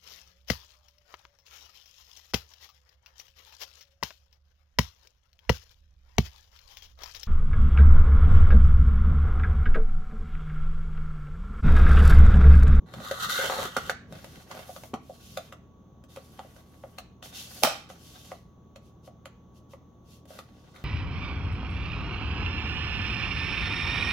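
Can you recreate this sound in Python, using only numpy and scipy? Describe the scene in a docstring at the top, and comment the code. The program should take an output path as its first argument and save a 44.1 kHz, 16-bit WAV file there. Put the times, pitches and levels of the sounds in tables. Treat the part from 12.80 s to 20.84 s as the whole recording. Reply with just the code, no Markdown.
"""A plastic paper trimmer on a craft table in a small room, heard from close above, while something hums faintly.
First the blade carriage runs up its rail through a card, scraping and tearing, and knocks at the end.
The card is pulled out, turned and slid back: filtered random grains hiss and rub, short bursts crackle.
The clear guard snaps down and rings as fading sines, fingers nudge the card, and a second stroke just starts.
Taps and knocks are clicks that set resonances of the trimmer ringing."""
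import sys
import numpy as np
from scipy import signal
from scipy.fft import rfft, irfft, next_fast_len
from scipy.io import wavfile

SR = 44100
rng = np.random.default_rng(int(sys.argv[2]) if len(sys.argv) > 2 else 0)


def generate_wav(signal):
    """Clip the signal to [-1, 1] and save it as 16-bit WAV at the path in sys.argv[1]."""
    frames = np.transpose(np.atleast_2d(signal))
    scaled = np.clip(frames, -1, 1) * 32767
    pcm = np.round(scaled).astype(np.int16)
    wavfile.write(sys.argv[1], SR, pcm)


N = 354563
TIME = np.arange(N) / SR   # seconds

# Table levels are relative: the settings given in scene() raise or lower most of them.
# The carriage knocking along its rail.
# Each row: time in seconds, knock in dB, thud in dB, tick in dB, pitch of the struck spot in Hz.
KNOCKS = [(0.3113, -15, -20.5, -26, 564), (0.966, -15, -9, -20, 1355), (1.096, -17, -10.5, -21.5, 1607),
          (7.961, -43, -52, -47, 2200)]
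# The guard snapping down and rattling.
# Each row: time in seconds, knock in dB, thud in dB, tick in dB, pitch of the struck spot in Hz.
SNAPS = [(4.8346, -32, -18.5, -8, 815), (4.8405, -33, -30.5, -25, 620), (4.849, -24, -37, -28, 1240),
         (4.873, -26.5, -28, -30, 640)]
# Tone of the hollow rail. Each row: frequency in Hz, level in dB.
RAIL = [(300, -19), (900, -13.5), (1180, 6.5), (1460, 11.5), (1700, -1.5), (2000, 3), (3000, -45.5)]
# Tone of the card's fine hiss. Each row: frequency in Hz, level in dB.
HISS = [(2200, -17), (2800, -6), (4200, -8), (6400, -8), (8000, -17), (11900, -13.5), (16000, -24)]
# Tone of the guard's hard crack. Each row: frequency in Hz, level in dB.
CRACK = [(1500, -0.5), (4000, -2.5), (11500, -9.5), (16000, -14)]


def from_db(db):
    """Decibels to gain."""
    return 10 ** (np.asarray(db) / 20)


def rms_one(x):
    """Scale to unit power."""
    return x / np.sqrt(np.mean(x ** 2) + 1e-20)


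def at_hz(points, hz):
    """Read a table on a log-frequency axis."""
    points = np.array(points)
    return np.interp(np.log(np.maximum(hz, 1)), np.log(points[:, 0]), points[:, 1])


def pan(db):
    """Left-over-right balance as a pair of gains."""
    return from_db(np.array([[db], [-db]]) / 2)


def drift(rate):
    """Random wander of spread 1, heading for a new value rate times a second."""
    knots = rng.standard_normal(8192)
    return rms_one(np.interp(TIME * rate, np.arange(len(knots)), knots))


def colour(pair, spectrum):
    """Two unrelated signals become left and right with the given spectrum and set likeness; power is kept."""
    # How alike left and right are. Each row: frequency in Hz, left-right correlation.
    likeness = [(100, 0.95), (500, 0.78), (1200, 0.23), (2500, 0.18), (6000, 0.29), (14000, 0.086)]
    size = next_fast_len(pair.shape[1])
    hz = np.arange(size // 2 + 1) * SR / size
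    # the sound falls off steeply beyond both ends of the spectrum table
    low_cut = np.sqrt(1 + (.7 * spectrum[0][0] / (hz + 1)) ** 8)
    high_cut = np.sqrt(1 + (.7 * hz / spectrum[-1][0]) ** 8)
    shape = rms_one(from_db(at_hz(spectrum, hz)) / low_cut / high_cut)
    alike = np.clip(at_hz(likeness, hz), -1, 1)
    mid, side = rfft(pair, size) * shape
    shared = np.sqrt((1 + alike) / 2) * mid
    opposed = np.sqrt((1 - alike) / 2) * side * [[1], [-1]]
    return irfft(shared + opposed, size)[:, :pair.shape[1]]


def friction(per_s, spread_db):
    """Fibres catch and let go at random, a few much harder than the rest."""
    sizes = from_db(spread_db * np.minimum(rng.exponential(1, N), 5))
    caught = rng.random(N) < per_s / SR
    return rms_one(caught * sizes * rng.standard_normal((2, N)))


def clicks(times, sizes):
    """One click at each time."""
    out = np.zeros(N)
    np.add.at(out, np.clip(np.round(times * SR).astype(int), 0, N - 1), sizes)
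    return out


def paired_clicks(times, sizes, faint_db, lead_s=0.00356):
    """One click at each time, with a fainter click shortly before it."""
    return clicks(times - lead_s, sizes * from_db(faint_db)) + clicks(times, sizes)


def ring(force, hz, width):
    """A unit click sets a damped sine of height 1 ringing; a wider resonance (Hz) dies faster."""
    r, w = np.exp(-np.pi * width / SR), 2 * np.pi * hz / SR
    return signal.lfilter([0, np.sin(w)], [1, -2 * r * np.cos(w), r * r], force + 1e-18)


def spot(force, hz):
    """A struck spot of the bed takes a cycle or two to swing up, then dies."""
    width = hz * 0.27
    return ring(ring(force, hz, width), hz, width) * 2 * np.e * np.pi * width / SR


def swell(force, seconds):
    """A unit click swells to height 1 in the given time and dies away."""
    r = np.exp(-1 / (seconds * SR))
    return signal.lfilter([0, np.e * r / (seconds * SR)], [1, -2 * r, r * r], force + 1e-18)


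def bursts(rows, decay_s):
    """Envelope of sudden catches that each die away."""
    s, db = np.transpose(rows)
    return signal.lfilter([1], [1, -np.exp(-1 / (decay_s * SR))], clicks(s, from_db(db)) + 1e-18)


def move(start_s, length_s, attack_s, release_s):
    """Envelope of a movement: it gathers speed smoothly, holds and dies away."""
    age = TIME - start_s
    rise = np.sin(np.pi / 2 * np.clip(age / attack_s, 0, 1)) ** 2
    return rise * np.exp(-np.maximum(age - length_s, 0) / release_s)


def rasp(hz, width_hz):
    """Coarse friction rings a resonance that moves with the point of contact."""
    turn = np.exp(2j * np.pi * np.cumsum(hz) / SR)
    grains = colour(friction(2500, 2.5), HISS)
    # shift the moving pitch down to zero, keep a narrow band there, and shift it back up
    narrow = signal.butter(2, width_hz / 2, fs=SR, output="sos")
    return rms_one((signal.sosfilt(narrow, grains / turn) * turn).real)


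def room(dry, early_db, early_s, tail_db):
    """Quick reflections off the table and near things, then a diffuse tail with its own fading time in each band."""
    # Each row: centre of the band in Hz, seconds the tail takes to fall by 60 dB.
    fade_times = [(150, 1), (600, 0.2), (2000, 0.46), (5000, 0.37), (12000, 0.12)]
    t = TIME[:SR // 2]
    hz = np.arange(len(t) // 2 + 1) * SR / len(t)
    scatter = colour(rng.standard_normal((2, len(t))), [(60, 0), (16000, 0)]) / np.sqrt(len(t))
    echo = from_db(early_db) * scatter * rms_one(np.exp(-t / early_s) * (t > .0015))
    for centre, t60 in fade_times:
        share = at_hz([(f, f == centre) for f, _ in fade_times], hz)   # 1 at this centre, 0 at the others
        band = irfft(rfft(scatter) * share, len(t))
        echo += from_db(tail_db) * band * rms_one(from_db(-60 * t / t60) * (t > .006))
    return dry + signal.fftconvolve(dry, echo, axes=1)[:, :N]


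def background(air_db, hum_db, waver):
    """Dull steady air noise with a few slightly wavering tones."""
    # Tone of the air noise. Each row: frequency in Hz, level in dB.
    air = [(35, -11.5), (60, 4.5), (85, -8.5), (170, 3.5), (300, -5), (500, -11.5), (1200, -20),
           (1700, -33.5), (2500, -38.5), (3500, -31), (5000, -48), (6400, -29.5), (7800, -62.5),
           (16000, -40)]
    # Steady tones. Each row: frequency in Hz, level in dB.
    tones = [(82, -60.5), (120, -61), (1125, -71)]
    hum = 0
    for hz, db in tones:
        phase = 2 * np.pi * hz * TIME + waver * drift(3.4)
        hum += from_db(db + hum_db) * np.sqrt(2) * np.sin(phase)
    return from_db(-56 + air_db) * colour(rng.standard_normal((2, N)), air) + hum


def forearms(lumpy_db):
    """Arms and sleeves drag unevenly on the table top."""
    # Forearms shifting. Each row: start in seconds, length in seconds, level in dB.
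    arm_moves = [(0, 1.57, -52.5), (1.9, 0.82, -60.5)]
    # Their tone through the table top. Each row: frequency in Hz, level in dB.
    dull = [(60, -1), (130, 4), (200, 2), (330, -9)]
    level = sum(from_db(db) * move(s, length, attack_s=0.014, release_s=0.097) for s, length, db in arm_moves)
    return level * from_db(lumpy_db * drift(22.78)) * colour(rng.standard_normal((2, N)), dull)


def table_bumps():
    """Heavy contacts reach the table top, which booms briefly."""
    # Heavy contacts, the guard snap among them, shaking the table. Each row: time in seconds, level in dB.
    bumps = [(0.969, -34), (2.135, -28.5), (4.84, -27.5)]
    # Resonances of the table top. Each row: frequency in Hz, width in Hz, level in dB.
    modes = [(155, 9.5, -13), (230.2, 44, 1), (376, 170, 8)]
    s, db = np.transpose(bumps)
    return sum((-1) ** k * ring(clicks(s, from_db(db + level)), hz, width)
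               for k, (hz, width, level) in enumerate(modes))


def nudges(nudge_db):
    """Fingertips nudge the card: each short push swells and dies away."""
    # Each row: middle of the push in seconds, half length in seconds, level in dB.
    pushes = [(6.062, 0.028, -65), (6.26, 0.017, -57.5), (6.771, 0.018, -61.5), (6.922, 0.016, -56),
              (7.328, 0.036, -54.5)]
    return sum(from_db(db + nudge_db) * np.exp(-.5 * ((TIME - s) / half) ** 2) for s, half, db in pushes)


def slides():
    """Gains of the hiss, its top and the rub; each slide gathers speed, holds and dies away."""
    # The card pulled, turned and pushed over the bed.
    # Each row: start in seconds, length in seconds, hiss in dB, rub in dB, lift of the hiss's top in dB.
    card_moves = [(1.256, 0.36, -55.5, -51.5, 3), (1.658, .16, -55, -46, 7), (1.816, 0.24, -56.5, -59, 9.5),
                  (2.17, 0.49, -59, -62.5, 3.5), (2.39, 0.16, -56, -83, 1), (3.277, 0.092, -57, -64, 3.5),
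                  (3.346, 0.46, -62.5, -62, 6.5), (3.828, 0.35, -68, -65, 7.5),
                  (4.425, 0.04, -46.5, -50, 3), (4.518, 0.11, -40.5, -52.5, 1),
                  (4.658, 0.25, -47, -53.5, 7), (5.086, 0.017, -50.5, -49.5, 1),
                  (5.142, 0.38, -52, -60, 1.5), (7.465, 0.099, -53, -53.5, 3.5),
                  (7.628, 0.6, -64, -64, -4.5)]
    s, length, hiss, rub, lift = np.transpose(card_moves)
    # the rise takes a third of each slide's length
    shapes = np.array([move(start, span, 0.33 * span, release_s=0.046) for start, span in zip(s, length)])
    return from_db([hiss, hiss + lift, rub]) @ shapes


def card(hiss_db, rub_db, scratch_db, flutter_db, clump_db, top_hz):
    """Sliding card hisses, its edge scratches at a wandering pitch; pressed edges catch in clumps and rub the bed."""
    # Tone of the rub through the bed. Each row: frequency in Hz, level in dB.
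    rub_tone = [(350, 2), (650, 8.5), (1000, -1), (1400, 3.5), (3200, -5.5)]
    hiss, top, rub = slides()
    flutter = flutter_db * drift(40)
    fibres = colour(friction(14000, 2.6), HISS)
    treble = signal.sosfiltfilt(signal.butter(2, top_hz, "high", fs=SR, output="sos"), fibres)
    fine = (hiss * from_db(hiss_db) + nudges(nudge_db=-6.0)) * fibres
    fine += (top - hiss) * from_db(hiss_db) * treble   # brightens or dulls each slide
    fine *= from_db(flutter)
    clumps = clump_db * drift(70)
    scratch_hz = 3600 * np.exp(.18 * drift(11))
    scratch = hiss * from_db(scratch_db + clumps) * rasp(scratch_hz, width_hz=380)
    catches = friction(2200, 2.6)
    return fine + scratch + rub * from_db(rub_db + clumps) * colour(catches, rub_tone)


def crackles(crackle_s, knock_hz):
    """Small dry crackles with a low knock, from the card and just before the guard snaps."""
    # Each row: time in seconds, crackle in dB, low knock in dB.
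    small_sounds = [(1.3239, -44.5, -38.5), (1.4432, -40.5, -39), (1.556, -48, -63), (1.704, -59, -43),
                    (1.749, -47, -38), (1.791, -43, -38), (2.035, -43, -39), (3.238, -53.5, -52.5),
                    (3.361, -42, -49), (3.648, -66, -42), (3.763, -52, -48), (4.824, -45, -30),
                    (7.454, -56, -50), (7.505, -54, -38.5), (7.553, -55, -43.5)]
    # Tone of the crackle. Each row: frequency in Hz, level in dB.
    crinkle = [(1000, 3), (4000, -5), (13000, -16)]
    s, crackle, low_knock = np.transpose(small_sounds)
    crisp = swell(clicks(s, from_db(crackle)), crackle_s) * rng.standard_normal((2, N))
    return colour(crisp, crinkle) + spot(clicks(s, from_db(low_knock)), knock_hz)


def strike(rows, crack, body_db, spot_db, tick_db, tick_s, tick_pan_db, faint_db):
    """Each blow rings the spot it hits and the trimmer: low modes by its thud, high by its knock, plus a crack."""
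    # The plastic bed and rail. Each row: frequency in Hz, width in Hz, level in dB.
    trimmer = [(489.7, 110, -0.5), (799, 250, 0), (1060, 220, -3), (1300, 200, -4.5), (1980, 350, -8.5),
               (3024, 700, -10), (4170, 650, -20)]
    s, knock, thud, tick, pitch = np.transpose(rows)

    def force_db(hz):
        """Strength of each blow: the thud up to 800 Hz, passing to the knock over half an octave."""
        return thud + np.clip(np.log2(hz / 800) * 2, 0, 1) * (knock - thud)

    spot_sizes = from_db(force_db(pitch) + spot_db)
    body = sum(spot(paired_clicks(t, size, faint_db), hz) for t, size, hz in zip(s, spot_sizes, pitch))
    for k, (hz, width, db) in enumerate(trimmer):
        strength = from_db(force_db(hz) + db + body_db + 2 * rng.standard_normal(len(s)))
        # neighbouring modes swing in opposite directions
        body -= (-1) ** k * ring(paired_clicks(s, strength, faint_db), hz, width)
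    crush = swell(paired_clicks(s, from_db(tick + tick_db), faint_db), tick_s)
    return body + colour(crush * rng.standard_normal((2, N)), crack) * pan(tick_pan_db)


def guard_ring(rattle_db, rattle_s):
    """The hardest blow leaves the stiff guard ringing and chattering on its hinge."""
    # Long rings of the guard. Each row: frequency in Hz, level in dB.
    long_rings = [(646, -30.5), (800, -27.5), (1214, -27.5), (1512, -37), (1911, -38), (3080, -46.5),
                  (3760, -44.5)]
    s = max(SNAPS, key=lambda row: row[3])[0]   # the snap with the loudest tick
    width = np.log(1000) / np.pi / .3   # falls by 60 dB in 0.3 s
    rings = sum((-1) ** k * ring(clicks(np.array([s]), from_db(db)), hz, width)
                for k, (hz, db) in enumerate(long_rings))
    chatter = friction(900, 1)
    return rings + bursts([(s, rattle_db)], rattle_s) * colour(chatter, CRACK)


def rail_ring(ring_db, ring_s):
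    """Each knock of the carriage also sets the hollow rail buzzing for a moment."""
    fading = bursts([(s, knock + ring_db) for s, knock, *_ in KNOCKS], ring_s)
    return fading * colour(rng.standard_normal((2, N)), RAIL)


def carriage_speed():
    """Speed as a gain, 1 at full speed and 0 between the strokes."""
    # Speed as the level of the scraping: one list for each stroke, the second just starting.
    # Each row: time in seconds, level in dB.
    strokes = [
        [(0.06, -73), (0.265, -48), (0.391, -49), (0.397, -41.5), (0.448, -35), (0.482, -47), (0.497, -34),
         (0.635, -36.5), (0.76, -42), (0.855, -41.5), (0.9, -55.5), (1.09, -51), (1.2, -108)],
        [(7.94, -72), (7.952, -64), (8.04, -73)],
    ]
    full_speed_db = -32.5
    return sum(from_db(np.interp(TIME, *np.transpose(stroke), left=-np.inf, right=-np.inf) - full_speed_db)
               for stroke in strokes)


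def carriage(rail_db, blade_db, scrape_db, rasp_db, judder_db):
    """The slider judders and rasps along its rail, louder with speed; the blade tears fibres, catches and jolts."""
    # Tone of the blade. Each row: frequency in Hz, level in dB.
    blade_tone = [(130, -17), (300, -14), (500, 2), (820, -2), (1400, -5.5)]
    # Tone of the scraping. Each row: frequency in Hz, level in dB.
    scrape_tone = [(2300, -19.5), (2750, 1.5), (4200, 2), (5100, -4), (6450, 0), (8800, -9.5), (11800, -5),
                   (16000, -14)]
    # The blade catching in the card. Each row: time in seconds, level in dB, pitch of the jolted spot in Hz.
    blade_catches = [(0.5885, -26.5, 534), (0.64, -27, 560), (0.6613, -25.5, 1560), (0.698, -28, 1320),
                     (0.764, -29, 816), (0.785, -27.5, 520), (0.853, -35.5, 372.2)]
    # Resonances that shift as the slider travels.
    # Each row: time in seconds, rasp pitch in Hz, rail pitch as a ratio.
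    travel = [(0.44, 3870, 0.94), (0.57, 3850, 1.055), (0.66, 3000, 1.08), (0.73, 4130, 0.9),
              (0.95, 3100, .96), (7.96, 3750, 1)]
    scrape = carriage_speed()
    s, *columns = np.transpose(travel)
    rasp_hz, rail_pitch = [np.interp(TIME, s, column) for column in columns]
    judder = judder_db * drift(110)

    jolts = sum(spot(clicks(np.array([t]), from_db(db)), hz) for t, db, hz in blade_catches)
    # a short rub follows each catch, 13 dB below its jolt setting
    caught = bursts([(t, db - 13) for t, db, _ in blade_catches], decay_s=0.0036)
    in_card = move(start_s=0.59, length_s=0.27, attack_s=0.0057, release_s=0.024)
    grip = np.maximum(in_card, from_db(-10))   # outside the card the blade runs in its empty groove
    blade = scrape ** 0.43 * grip * from_db(blade_db) + caught

    # reading the rail's sound faster or slower raises or lowers its pitch
    place = np.cumsum(rail_pitch)
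    hollow = np.array([np.interp(place, np.arange(N), side) for side in colour(friction(3000, 2.1), RAIL)])
    out = jolts + scrape ** 0.91 * from_db(rail_db + judder) * hollow
    out += blade * from_db(judder) * colour(friction(700, 2.86), blade_tone)
    out += scrape ** 0.91 * from_db(rasp_db + judder) * rasp(rasp_hz, width_hz=620)
    tearing = friction(5000, 2.5)
    out += scrape * from_db(scrape_db + .5 * judder) * colour(tearing, scrape_tone)
    return out + rail_ring(ring_db=-19.0, ring_s=0.015)


def scene():
    """Contacts and slides sound in the room; the guard's ring, the arms and the background are added without echo."""
    # Card edges and fingers touching the bed.
    # Each row: time in seconds, knock in dB, thud in dB, tick in dB, pitch of the struck spot in Hz.
    touches = [(0.1381, -30, -36.5, -43, 638.7), (0.202, -31, -36, -50, 600),
               (1.713, -31.5, -49, -40, 1070), (1.8928, -39, -32.5, -60, 710), (1.9625, -28, -37, -44, 650),
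               (2.139, -20.5, -30, -41, 760), (2.2964, -61, -32.5, -75, 684), (2.5725, -24, -24, -33, 650),
               (2.7245, -28.5, -42, -45.5, 675), (3.371, -30, -35.5, -58, 520),
               (3.5921, -28, -35.5, -50, 808), (4.037, -36, -32.5, -74, 590),
               (4.184, -26.5, -36.5, -36.5, 710), (4.426, -36, -44, -43.5, 700),
               (5.1006, -35, -39.5, -50, 707), (5.5175, -27, -31, -53, 696),
               (5.9593, -36, -42.5, -48.5, 587), (6.2762, -41.5, -39, -70, 673),
               (6.4563, -30, -39.5, -45, 580), (6.9351, -35.5, -40.5, -68, 539.5),
               (7.5891, -35, -37, -42, 1246)]
    # Tone of the tick of a tap or knock. Each row: frequency in Hz, level in dB.
    tick_tone = [(1500, -1), (4000, -0.5), (5200, -8), (6600, -5), (8500, -14), (11500, -12.5),
                 (16000, -21.5)]
    air = background(air_db=1.0, hum_db=-0.5, waver=0.39)
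    arms = forearms(lumpy_db=4.0)
    sliding = card(hiss_db=-6.0, rub_db=-7.0, scratch_db=-16.5, flutter_db=1.0, clump_db=4.5, top_hz=7750)
    sliding += crackles(crackle_s=0.0013, knock_hz=626)
    taps = strike(touches, tick_tone, body_db=-1.0, spot_db=1.0, tick_db=1.0, tick_s=0.0012,
                  tick_pan_db=0.0, faint_db=-15.5)
    knocks = strike(KNOCKS, tick_tone, body_db=-11.5, spot_db=-0.5, tick_db=-6.0, tick_s=0.0018,
                    tick_pan_db=-1.5, faint_db=-26.5)
    guard = strike(SNAPS, CRACK, body_db=3.0, spot_db=8.5, tick_db=1.0, tick_s=0.00081,
                   tick_pan_db=-4.0, faint_db=-22.5)
    cut = carriage(rail_db=-31.5, blade_db=-36.5, scrape_db=-33.0, rasp_db=-36.0, judder_db=1.5)
    handling = room(taps + knocks + table_bumps() + cut + sliding, early_db=-4.0, early_s=0.0075, tail_db=-8.0)
    snap = room(guard, early_db=-16.5, early_s=0.048, tail_db=-5.0)
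    snap += guard_ring(rattle_db=-33.5, rattle_s=0.028)
    return handling + snap + arms + air


def record(dry):
    """The loudest peaks are rounded and the top of the treble is cut steeply."""
    rounded = .9 * np.tanh(dry / .9)
    steep_cut = signal.ellip(10, .1, 80, 15900, fs=SR, output="sos")   # cutoff 15900 Hz
    return signal.sosfilt(steep_cut, rounded)


dry = scene()
out = record(dry)
generate_wav(out)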